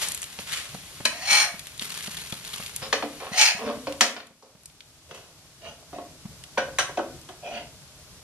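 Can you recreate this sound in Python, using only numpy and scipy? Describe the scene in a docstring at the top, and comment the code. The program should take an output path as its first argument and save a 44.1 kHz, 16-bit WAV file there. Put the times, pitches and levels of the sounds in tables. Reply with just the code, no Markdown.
"""A steel spatula taps and scrapes an iron griddle: random clicks ring a set of resonances.
A pancake sizzles in fat, made of dense tiny clicks, fizzing crackle and short noise bursts.
The griddle is dragged and set down on the stove; the spatula brushes a steel plate and drops on the counter.
Far off, low swells thud in a fairly steady beat with gaps; rumble and hiss of the house lie below.
A small tiled kitchen adds echoes, and two close microphone ports pick it all up."""
import sys
import numpy as np
from scipy import signal
from scipy.fft import rfft, irfft, next_fast_len
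from scipy.io import wavfile
from scipy.ndimage import uniform_filter1d

SR = 44100
rng = np.random.default_rng(int(sys.argv[2]) if len(sys.argv) > 2 else 0)


def unload_wav(signal):
    """Save mono or channel-first audio to the path in sys.argv[1] as 16-bit WAV at rate SR, clipped to [-1, 1]."""
    wavfile.write(
        sys.argv[1],
        SR,
        np.round(np.clip(np.atleast_2d(signal).T, -1, 1) * 32767).astype(np.int16),
    )


N = 362943

# Contact sounds are levelled in four bands: bass, low, middle and high (edges in Hz)
SPLITS = [signal.butter(4, edges, kind, fs=SR, output="sos") for edges, kind in (
    ((215, 540), "band"), ((540, 1200), "band"), ((1200, 3500), "band"), (3500, "high"))]


def gain_of(db):
    """Turns decibels into an amplitude factor."""
    return 10 ** (np.asarray(db) / 20)


def evened(x):
    """Scales a sound to an rms (average strength) of 1."""
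    return x / np.sqrt(np.mean(x ** 2) + 1e-20)


def read(points, hz):
    """Reads a curve between its points, with frequency on a log scale."""
    f, value = np.transpose(points)
    return np.interp(np.log(hz + 1), np.log(f + 1), value)


def add(mix, s, sound):
    """Mixes a sound in, starting at s seconds."""
    part = mix[max(round(s * SR), 0):][:len(sound)]
    part += sound[:len(part)]


def shaped(x, gain):
    """Filters x by a gain that depends on frequency."""
    size = next_fast_len(x.shape[-1] + 4096)
    hz = np.fft.rfftfreq(size, 1 / SR)
    return irfft(rfft(x, size) * gain(hz), size)[..., :x.shape[-1]]


def grit(size, per_s, spread_db):
    """Makes random clicks like a rough surface does: most are small, a few large."""
    where = rng.random(size)
    sign = rng.standard_normal(size)
    chance = rng.exponential(1, size)
    return (where < per_s / SR) * sign * gain_of(spread_db * np.minimum(chance, 4))


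def air():
    """Lumpy low rumble and faint hiss of the house: filtered noise, as a sum and an unrelated difference."""
    # the background sinks and swells: t/s, rumble level before the lumps/dB
    swings = [(0.0, -57.5), (0.9, -53), (1.25, -57), (1.38, -56), (1.55, -58), (2.9, -53), (3.33, -59.5),
              (3.45, -71), (3.6, -56.5), (3.8, -53), (4.0, -53.5), (4.24, -73.5), (4.47, -68),
              (4.95, -61.5), (5.6, -59), (6.85, -51.5), (7.4, -55.5), (8.23, -55.5)]
    # balance of the rumble: f/Hz, relative level/dB
    rumble_colour = [(12, -35), (20, -17.5), (75, 0), (109, -3.5), (155, 1), (186, -7), (220, -17.5),
                     (297, -40), (450, -16.5), (580, -35), (990, -120)]
    # balance of the hiss: f/Hz, relative level/dB
    hiss_colour = [(150, -22), (250, 4), (439, -0.5), (562, -1), (621, 5.5), (674, -0.5), (1590, -3.5),
                   (1730, -6), (5690, -3.5), (11400, -9), (12200, -2.5), (13000, -57)]
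    t = np.arange(N) / SR
    s, rumble_db = np.transpose(swings)
    # the hiss is -53 dB when the rumble is -55 dB, and follows 0.68 of each swing
    hiss_db = -53 + 0.68 * (rumble_db + 55)
    # slow waves of 2 to 14 Hz make the level uneven
    lumps = evened(sum(np.sin(2 * np.pi * (f * t + rng.random())) for f in np.geomspace(2, 14, 12)))
    out = np.zeros((2, N))
    for colour, db, lump_db in ((rumble_colour, rumble_db, 2.5), (hiss_colour, hiss_db, .4)):
        noise = shaped(rng.standard_normal((2, N)), lambda hz: gain_of(read(colour, hz)))
        out += evened(noise) * gain_of(np.interp(t, s, db) + lump_db * lumps)
    return out


def kitchen(x):
    """Sparse echoes of random sign, each band dying at its own speed; sum and difference get their own."""
    # how fast echoes die: f/Hz, time to fall by 60 dB/s
    decay = [(200, 0.74), (700, 0.34), (2000, 0.39), (5000, 0.27), (11000, 0.34)]
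    taps = np.zeros((2, SR // 2))
    # one echo at a random place in every 20 samples
    at = np.arange(160, SR // 2 - 20, 20)
    places = at + rng.integers(0, 20, (2, len(at)))
    np.put_along_axis(taps, places, rng.choice([-1., 1.], (2, len(at))), 1)
    hz, t, z = signal.stft(taps, SR, nperseg=256)
    dying = gain_of(-60 * t / read(decay, hz)[:, None])
    tail = signal.istft(z * dying, SR, nperseg=256)[1]
    return signal.fftconvolve(x[None], tail / np.linalg.norm(tail[0]), axes=1)[:, :N]


def thuds():
    """Padded far-off blows: a soft swell holds a short low tone and a brief noisy slap."""
    # dull thuds: t/s, level/dB, pitch/Hz, slap against tone/dB
    thud_list = [(0.383, -33, 190, 0.5), (0.74, -29, 172, -5.5), (0.998, -32.5, 123, 0),
                 (1.313, -34, 200, -12), (1.535, -34.5, 185, -4), (1.812, -36, 202, -6),
                 (2.073, -30.5, 200, -8), (2.32, -27.5, 147, -4.5), (2.592, -30.5, 166, -3.5),
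                 (2.818, -31.5, 129, -6), (3.311, -30, 175, -5), (3.543, -32.5, 180, -11),
                 (3.765, -32, 262, -21), (4.301, -47, 164, -5), (4.545, -43, 171, -6.5),
                 (6.248, -24.5, 173, -15.5)]
    mix, t = np.zeros(N), np.arange(3000) / SR
    swell = (t / .009) ** 7 * np.exp(7 - 7 * t / .009)  # strongest at 9 ms
    for s, db, hz, slap_db in thud_list:
        low = np.sin(2 * np.pi * hz * (t - .009))
        noise = rng.standard_normal(len(t))
        slap = evened(shaped(noise, lambda f: f / 250 / (1 + (f / 400) ** 2.52)))
        add(mix, s, gain_of(db) * swell * (low + gain_of(slap_db) * slap))
    return mix


def pops():
    """Bursting drops of fat and small ticks: noise with a sharp start that falls by 60 dB in 20 ms."""
    # single spits and ticks: t/s, peak level of the middle/dB, high against middle/dB
    pop_list = [(0.0854, -27, 17), (0.1191, -24.5, 11), (0.1471, -23, 12.5), (0.176, -27.5, 8),
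                (0.2184, -38, 22), (0.2294, -23, 4.5), (0.241, -23.5, 6.5), (0.3895, -18.5, -30),
                (0.5297, -16.5, -2), (0.5734, -18.5, -3.5), (1.5938, -26, 3.5), (1.6581, -30, -6),
                (1.6701, -26, 0), (1.7784, -31, 4), (1.7953, -17, -5), (1.8224, -16, -4),
                (1.8587, -35, -14), (2.0722, -24, -9), (2.17, -23, -23), (2.2019, -25, -16),
                (2.3236, -21.5, -2), (2.5386, -18, -20), (2.6259, -28, -13), (2.6623, -21.5, -3),
                (2.7626, -24, 13), (3.9245, -22, -2.5), (4.2694, -43, 3), (4.6344, -55, 18),
                (4.6573, -41, 14), (4.6997, -40, -17), (4.8065, -27.5, -37), (6.4383, -28.5, 0.5),
                (7.2145, -48, 15.5)]
    mix, t = np.zeros(N), np.arange(3000) / SR
    for s, db, high_db in pop_list:
        fading = gain_of(-60 * t / .02) + 1.8 * np.exp(-t / .0004)
        burst = rng.standard_normal(len(t)) * fading
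        middle = shaped(burst, lambda hz: np.exp(-(np.log((hz + 1) / 3000) / 0.5) ** 2))
        high = shaped(burst, lambda hz: np.exp(-(np.log((hz + 1) / 9000) / 0.5) ** 2))
        both = middle / abs(middle).max() + gain_of(high_db) * high / abs(high).max()
        add(mix, s, gain_of(db) * both)
    return mix


def sizzle():
    """Hot fat: a bed of dense clicks for countless tiny bubbles, under looser, louder crackle."""
    # hiss of the hot fat: t/s, level/dB
    frying = [(0.0, -34.5), (0.25, -45), (1.08, -45), (2.07, -47.5), (3.27, -46.5), (4.08, -51.5),
              (4.3, -67)]
    # the fat flares up and spits, then calms: t/s, top level/dB, calming/dB per s
    crackle = [(0.014, -29.5, 144), (0.225, -41, 300), (0.325, -47, 100), (0.394, -41, 133),
               (0.745, -45, 200), (1.815, -35, 15), (2.034, -41.5, 215), (2.168, -42.5, 350),
               (2.45, -47, 60), (2.539, -37.5, 205), (2.62, -50.5, 40)]
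    # balance of bed and crackle: f/Hz, relative level/dB
    fry_colour = [(180, 3.5), (300, -19.5), (424, -1), (521, -10), (1040, 1), (1500, 0.5), (3140, 4),
                  (7850, -3), (11500, -0.5), (12200, 1.5), (13000, -60)]
    flare_s = 0.0097  # each flare rises this long before its time in the table
    t = np.arange(N) / SR

    def colour(hz):
        """The hot fat gives no sound below 150 Hz."""
        return gain_of(read(fry_colour, hz)) * (hz > 150)

    s, db = np.transpose(frying)
    bed = evened(shaped(grit(N, 15000, 1.0), colour)) * gain_of(np.interp(t, s, db, right=-120))
    # each spit fizzes, with a fade constant of 100 samples (2.3 ms)
    fizz = signal.oaconvolve(abs(grit(N, 1500, 1.24)), np.exp(-np.arange(200) / 100.0))[:N]
    spits = evened(shaped(fizz * rng.standard_normal(N), colour))
    flares = np.zeros(N)
    for s, db, calm_db in crackle:
        rise = np.clip((t - s) / flare_s + 1, 0, 1)
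        flares += rise * gain_of(db - calm_db * np.maximum(t - s, 0))
    return bed + spits * flares


def ring(x, modes, spread_db, direct_db):
    """A struck body: each listed mode is three close ones, and the place of contact sets their strength."""
    f, width, db = np.repeat(np.transpose(modes), 3, axis=1)[:, :, None]
    offset = np.tile([-.9, 0, 1], len(modes))[:, None]
    f = f + width * (offset + .1 * rng.standard_normal(f.shape))
    half = np.maximum(.45 * width, 14)  # half the width of each single mode, Hz
    strength = gain_of(db - db.max() + spread_db * rng.standard_normal(f.shape))
    strength *= (-1) ** np.arange(len(f))[:, None]  # neighbouring modes swing in opposite sense

    def response(hz):
        """The contact itself, duller above 6 kHz, plus all the modes."""
        direct = 1j * gain_of(direct_db) / (1 + 1j * hz / 6000)
        return direct + (strength * half / (half + 1j * (hz - f))).sum(0)

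    return shaped(x, response)


def resonate(x, hz, width):
    """A resonance, width in Hz, whose pitch follows the curve hz."""
    turn = np.exp(2j * np.pi * np.cumsum(hz) / SR)
    r = np.exp(-np.pi * width / SR)
    return (turn * signal.lfilter([1 - r], [1, -r], x / turn)).real


def blade_flex(bands, catch, slack_db, edge_hz):
    """The pressed blade bends in two modes 2.76 apart that rise with pressure, and its edge sings high."""
    rest_hz, pressed_hz = 675, 838
    # pressure is full down to 7.5 dB under the loudest moment and gone at 22.5 dB, then smoothed
    press = uniform_filter1d(np.clip(1.5 - slack_db / 15, 0, 1), size=2000)
    flex = rest_hz + (pressed_hz - rest_hz) * press
    first_bend = evened(resonate(resonate(catch, flex, 110.), flex, 110.))
    second_bend = evened(resonate(catch, 2.76 * flex, 90.))
    edge = evened(resonate(catch, edge_hz, 150.0))
    bands[1] = evened(bands[1] + 1.7 * first_bend)
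    bands[2] = evened(bands[2] + .65 * second_bend)
    bands[3] = evened(bands[3] + 0.7 * edge)


def stroke(mix, strokes, modes, tone, per_s, spread_db, direct_db):
    """An edge catching on a rough surface: dense clicks ring the body; slack contact sounds duller."""
    bass_db, low_gain, high_loss = tone
    for t, db, low_db, high_db, *edge_hz in strokes:
        catch = grit(len(t), per_s, spread_db)
        # the contact passes four places, each with its own balance of modes (spread 4.5 dB)
        travel = 3 * (t - t[0]) / (t[-1] - t[0])
        body = np.zeros(len(t))
        for place in range(4):
            nearness = np.sqrt(np.clip(1 - abs(travel - place), 0, 1))
            body += ring(catch * nearness, modes, 4.5, direct_db)
        bands = [evened(signal.sosfilt(split, body)) for split in SPLITS]
        slack_db = db.max() - db  # how far the contact has slackened
        if edge_hz:
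            blade_flex(bands, catch, slack_db, edge_hz[0])
        low = db + low_db + low_gain * slack_db
        bass = low + bass_db + low_gain * slack_db
        high = db + high_db - high_loss * slack_db
        sound = sum(band * gain_of(level) for band, level in zip(bands, (bass, low, db, high)))
        add(mix, t[0], sound * signal.windows.tukey(len(t), .12))


def arched(rows):
    """Light strokes as (times, level, low share, high share): a rise to the peak and a fall."""
    rise_db, fall_db = 14.5, 29.5  # a stroke starts and ends this far under its peak
    rounded = 1.37  # 1 = pointed peak, 2 = round
    for start, peak, end, db, low_db, high_db in rows:
        t = np.arange(start, end, 1 / SR)
        away = np.interp(t, (start, peak, end), (-1, 0, 1))
        drop_db = np.where(away < 0, rise_db, fall_db) * abs(away) ** rounded
        yield t, db - drop_db, low_db, high_db


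def pushed():
    """The two hard strokes as (times, level, low share, high share, edge tone)."""
    # the blade pushed under the pancake, one curve a stroke: t/s, middle level/dB, edge tone f/Hz
    push_curves = [
        [(1.09, -46, 4100), (1.204, -43, 4400), (1.302, -25, 4170), (1.32, -19.5, 4190), (1.364, -20.5, 4100),
         (1.384, -24, 4200), (1.416, -21.5, 4270), (1.57, -66, 4400)],
        [(3.31, -45, 4400), (3.336, -33, 4300), (3.366, -33.5, 5130), (3.38, -22.5, 5290), (3.422, -16.5, 5620),
         (3.49, -26.5, 4830), (3.516, -31.5, 5300), (3.544, -47, 4610), (3.6, -41, 4390)],
    ]
    low_db, high_db = -10, 2  # low and high against middle at the loudest moment
    for rows in push_curves:
        s, db, edge_hz = np.transpose(rows)
        t = np.arange(s[0], s[-1], 1 / SR)
        yield t, np.interp(t, s, db), low_db, high_db, np.interp(t, s, edge_hz)


def blows(mix, rows, modes, direct_db, bass_db):
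    """A sharp contact and a dying rattle ring the body; the bass follows the low share from bass_db."""
    boom = 1.28  # dB of bass that a blow gains with each dB of low share
    t = np.arange(12000) / SR
    for s, db, low_db, high_db, t60 in rows:
        rattle = gain_of(-60 * t / max(t60, .01))
        contact = 2.3 * np.exp(-t / 0.0038)
        push = rng.standard_normal(len(t)) * (rattle + contact) * np.minimum(t / 0.00045, 1)
        body = ring(push, modes, 0.79, direct_db)
        shares_db = (boom * low_db + bass_db, low_db, 0, high_db)
        for split, share_db in zip(SPLITS, shares_db):
            band = signal.sosfilt(split, body)
            # each band is levelled by its first 15 ms
            add(mix, s, 0.21 * band / np.std(band[:660]) * gain_of(db + share_db))


def metalwork():
    """Every scrape and knock of spatula, griddle, plate and counter, each on its own ringing body."""
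    # what each thing rings with: f/Hz, spread of its close modes/Hz, relative level/dB
    griddle = [(658, 13.3, 9), (962, 60, 7.5), (1110, 400, -4), (1430, 210, -9), (1793, 111, 10.5),
               (2303, 150, 10.5), (2956, 170, -1.5), (3030, 180, -16), (4240, 140, 9.5), (4820, 320, 3.5),
               (5350, 210, 6), (6170, 310, 4.5), (6910, 230, 0.5), (8700, 160, 3.5), (10670, 210, -38)]
    pancake = [(1580, 710, 31), (2600, 1400, -20.5), (5000, 11000, -12), (9040, 5300, -25)]
    stove = [(272.4, 18, 9.5), (462.5, 62, 7.5), (600, 45, 5), (689, 46.5, 4.5), (836, 180, -17.5),
             (1170, 180, -19), (1706, 100, -14.5), (2396, 99, -6), (2880, 260, -13.5), (3880, 660, -16),
             (4530, 210, 7), (5100, 310, 9.5), (5760, 600, 6), (6920, 910, 1.5), (8700, 280, -7.5)]
    plate = [(316, 124, -12), (660.6, 32, -5), (897, 86, -21), (1516, 138, -17), (1930, 210, -15.5),
             (2633, 200, -12.5), (3660, 360, -20), (4620, 420, -18.5), (6020, 170, -16.5)]
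    counter = [(380, 71, 1.5), (563, 113, 3), (712, 88, -2), (975, 110, -12), (1252, 180, -1.5),
               (1530, 61, 4), (2030, 65, -10), (2970, 34, -5), (3700, 61, -15), (4050, 350, -12),
               (4820, 330, -1), (5910, 240, 6.5), (7080, 390, -4), (8800, 390, -4)]
    # lighter strokes: start t/s, peak t/s, end t/s, middle peak level/dB, low and high against it/dB
    blade_on_pancake = [(0.0, 0.03, 0.15, -37, -8, 7), (0.45, 0.54, 0.77, -34.5, -16, 1.5)]
    griddle_on_stove = [(2.81, 2.83, 2.92, -38.5, 0, -3.5), (3.195, 3.23, 3.4, -41, 2.5, -25),
                        (3.58, 3.675, 3.81, -39, 10, -21)]
    blade_on_plate = [(5.08, 5.12, 5.33, -51.5, 4, -5), (5.61, 5.67, 5.77, -45, 5, -4),
                      (5.78, 5.82, 5.88, -73.5, 19, 1), (5.92, 5.94, 6.13, -54.5, 17.8, -5),
                      (7.42, 7.47, 7.64, -41.5, 9, -10), (7.5, 7.565, 7.69, -39, 1, -9)]
    # blows: t/s, middle level/dB, low and high against it/dB, time for the rattle to fall 60 dB/s
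    griddle_taps = [(1.052, -7, -8, 1, 0.079), (1.1175, -39.5, -3, -12, 0.1)]
    stove_knocks = [(2.9267, -6, -3, -10, 0.14), (3.024, -20.5, 7, -20, 0.15), (3.2018, -29, -3, -18, 0.25),
                    (3.869, -23, 8.5, -13, 0.25), (4.0082, -1, -7.5, -2, 0.16),
                    (4.1642, -24.5, -1.5, -19, 0.27), (4.2014, -30, -5, -23, 0.15),
                    (4.424, -51, 13, 5.5, 0.42)]
    plate_taps = [(5.1103, -32.5, -0.5, -8, 0.076), (5.1463, -36, 1.5, 2, 0.66),
                  (5.9284, -45, 15.5, -10, 0.065), (5.9841, -39.5, 14.5, -16, 0.1),
                  (7.2882, -34, 4.5, -2, 0.24)]
    counter_knocks = [(6.573, -22, 12.5, -26, 0.11), (6.5768, -10.5, -6.5, -16, 0.22),
                      (6.681, -42.5, 16.5, -10, 0.064), (6.785, -6, -7, -6.5, 0.2),
                      (6.7955, -35, -42, 19, 0.1), (6.8896, -37, 13.5, -6, 0.15),
                      (6.972, -22.5, 12.5, -12, 0.2), (6.9894, -26, 14.5, -22, 0.044)]
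    mix = np.zeros(N)
    # tone of a surface: bass against low (dB), then per dB of slackening:
    # dB gained by the low (the bass gains twice that) and dB lost by the high
    stroke(mix, pushed(), griddle, (-36, 0.43, 0.11), 9000, 3.9, -10)
    stroke(mix, arched(blade_on_pancake), pancake, (-12, 0.4, .05), 8000, 4.5, 12)
    stroke(mix, arched(griddle_on_stove), stove, (-4.5, 0.17, .05), 3800, 4.3, -10.5)
    stroke(mix, arched(blade_on_plate), plate, (-9, 0.15, .05), 6000, 1.05, -34.0)
    blows(mix, griddle_taps, griddle, -11.5, -5)
    blows(mix, stove_knocks, stove, -13.0, -8)
    blows(mix, plate_taps, plate, -7.0, -3)
    blows(mix, counter_knocks, counter, -15.0, -9)
    return mix


def scene():
    """Direct sound, echoes and background reach two close ports, built from their sum and difference."""
    # difference of the two ports against their sum: f/Hz, level/dB
    port_gap = [(40, -7), (100, -11), (250, -14), (600, -16), (1100, -12), (2200, -.5), (4000, 2),
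                (8000, .5), (12000, -1.5)]
    # phase of that difference: f/Hz, phase/rad
    port_turn = [(300, -1.45), (1000, -1.45), (2200, -.7), (4000, -1.6), (8000, -1.65), (12000, -.5)]
    left_db = .4  # the left port is raised by this much, the right one lowered
    metal, fat, far = metalwork(), sizzle() + pops(), thuds()
    echo = kitchen(gain_of(-8.5) * metal + gain_of(-14.0) * fat + gain_of(-15) * far)
    near = gain_of(-3.0) * (metal + fat + far)
    # first reflections off tiles and hob reach the ports unequally; they fade over 160 samples
    bounce = rng.standard_normal(600) * np.exp(-np.arange(600) / 160)
    reflected = signal.oaconvolve(near, bounce / np.linalg.norm(bounce))[:N]
    skew = .6 * near + .8 * reflected
    total, gap = np.array([near, skew]) + echo + air()
    gap = shaped(gap, lambda hz: gain_of(read(port_gap, hz)) * np.exp(1j * read(port_turn, hz)))
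    return np.array([total + gap, total - gap]) * gain_of([[left_db], [-left_db]])


def record(dry):
    """The loudest peaks meet a soft ceiling; then a steep filter takes away the highest treble."""
    ceiling, edge_hz = .9, 12060
    soft = ceiling * np.tanh(dry / ceiling)
    band_limit = signal.firwin(1201, edge_hz, window=("kaiser", 9), fs=SR)
    return signal.oaconvolve(soft, band_limit[None], "same")


dry = scene()
out = record(dry)
unload_wav(out)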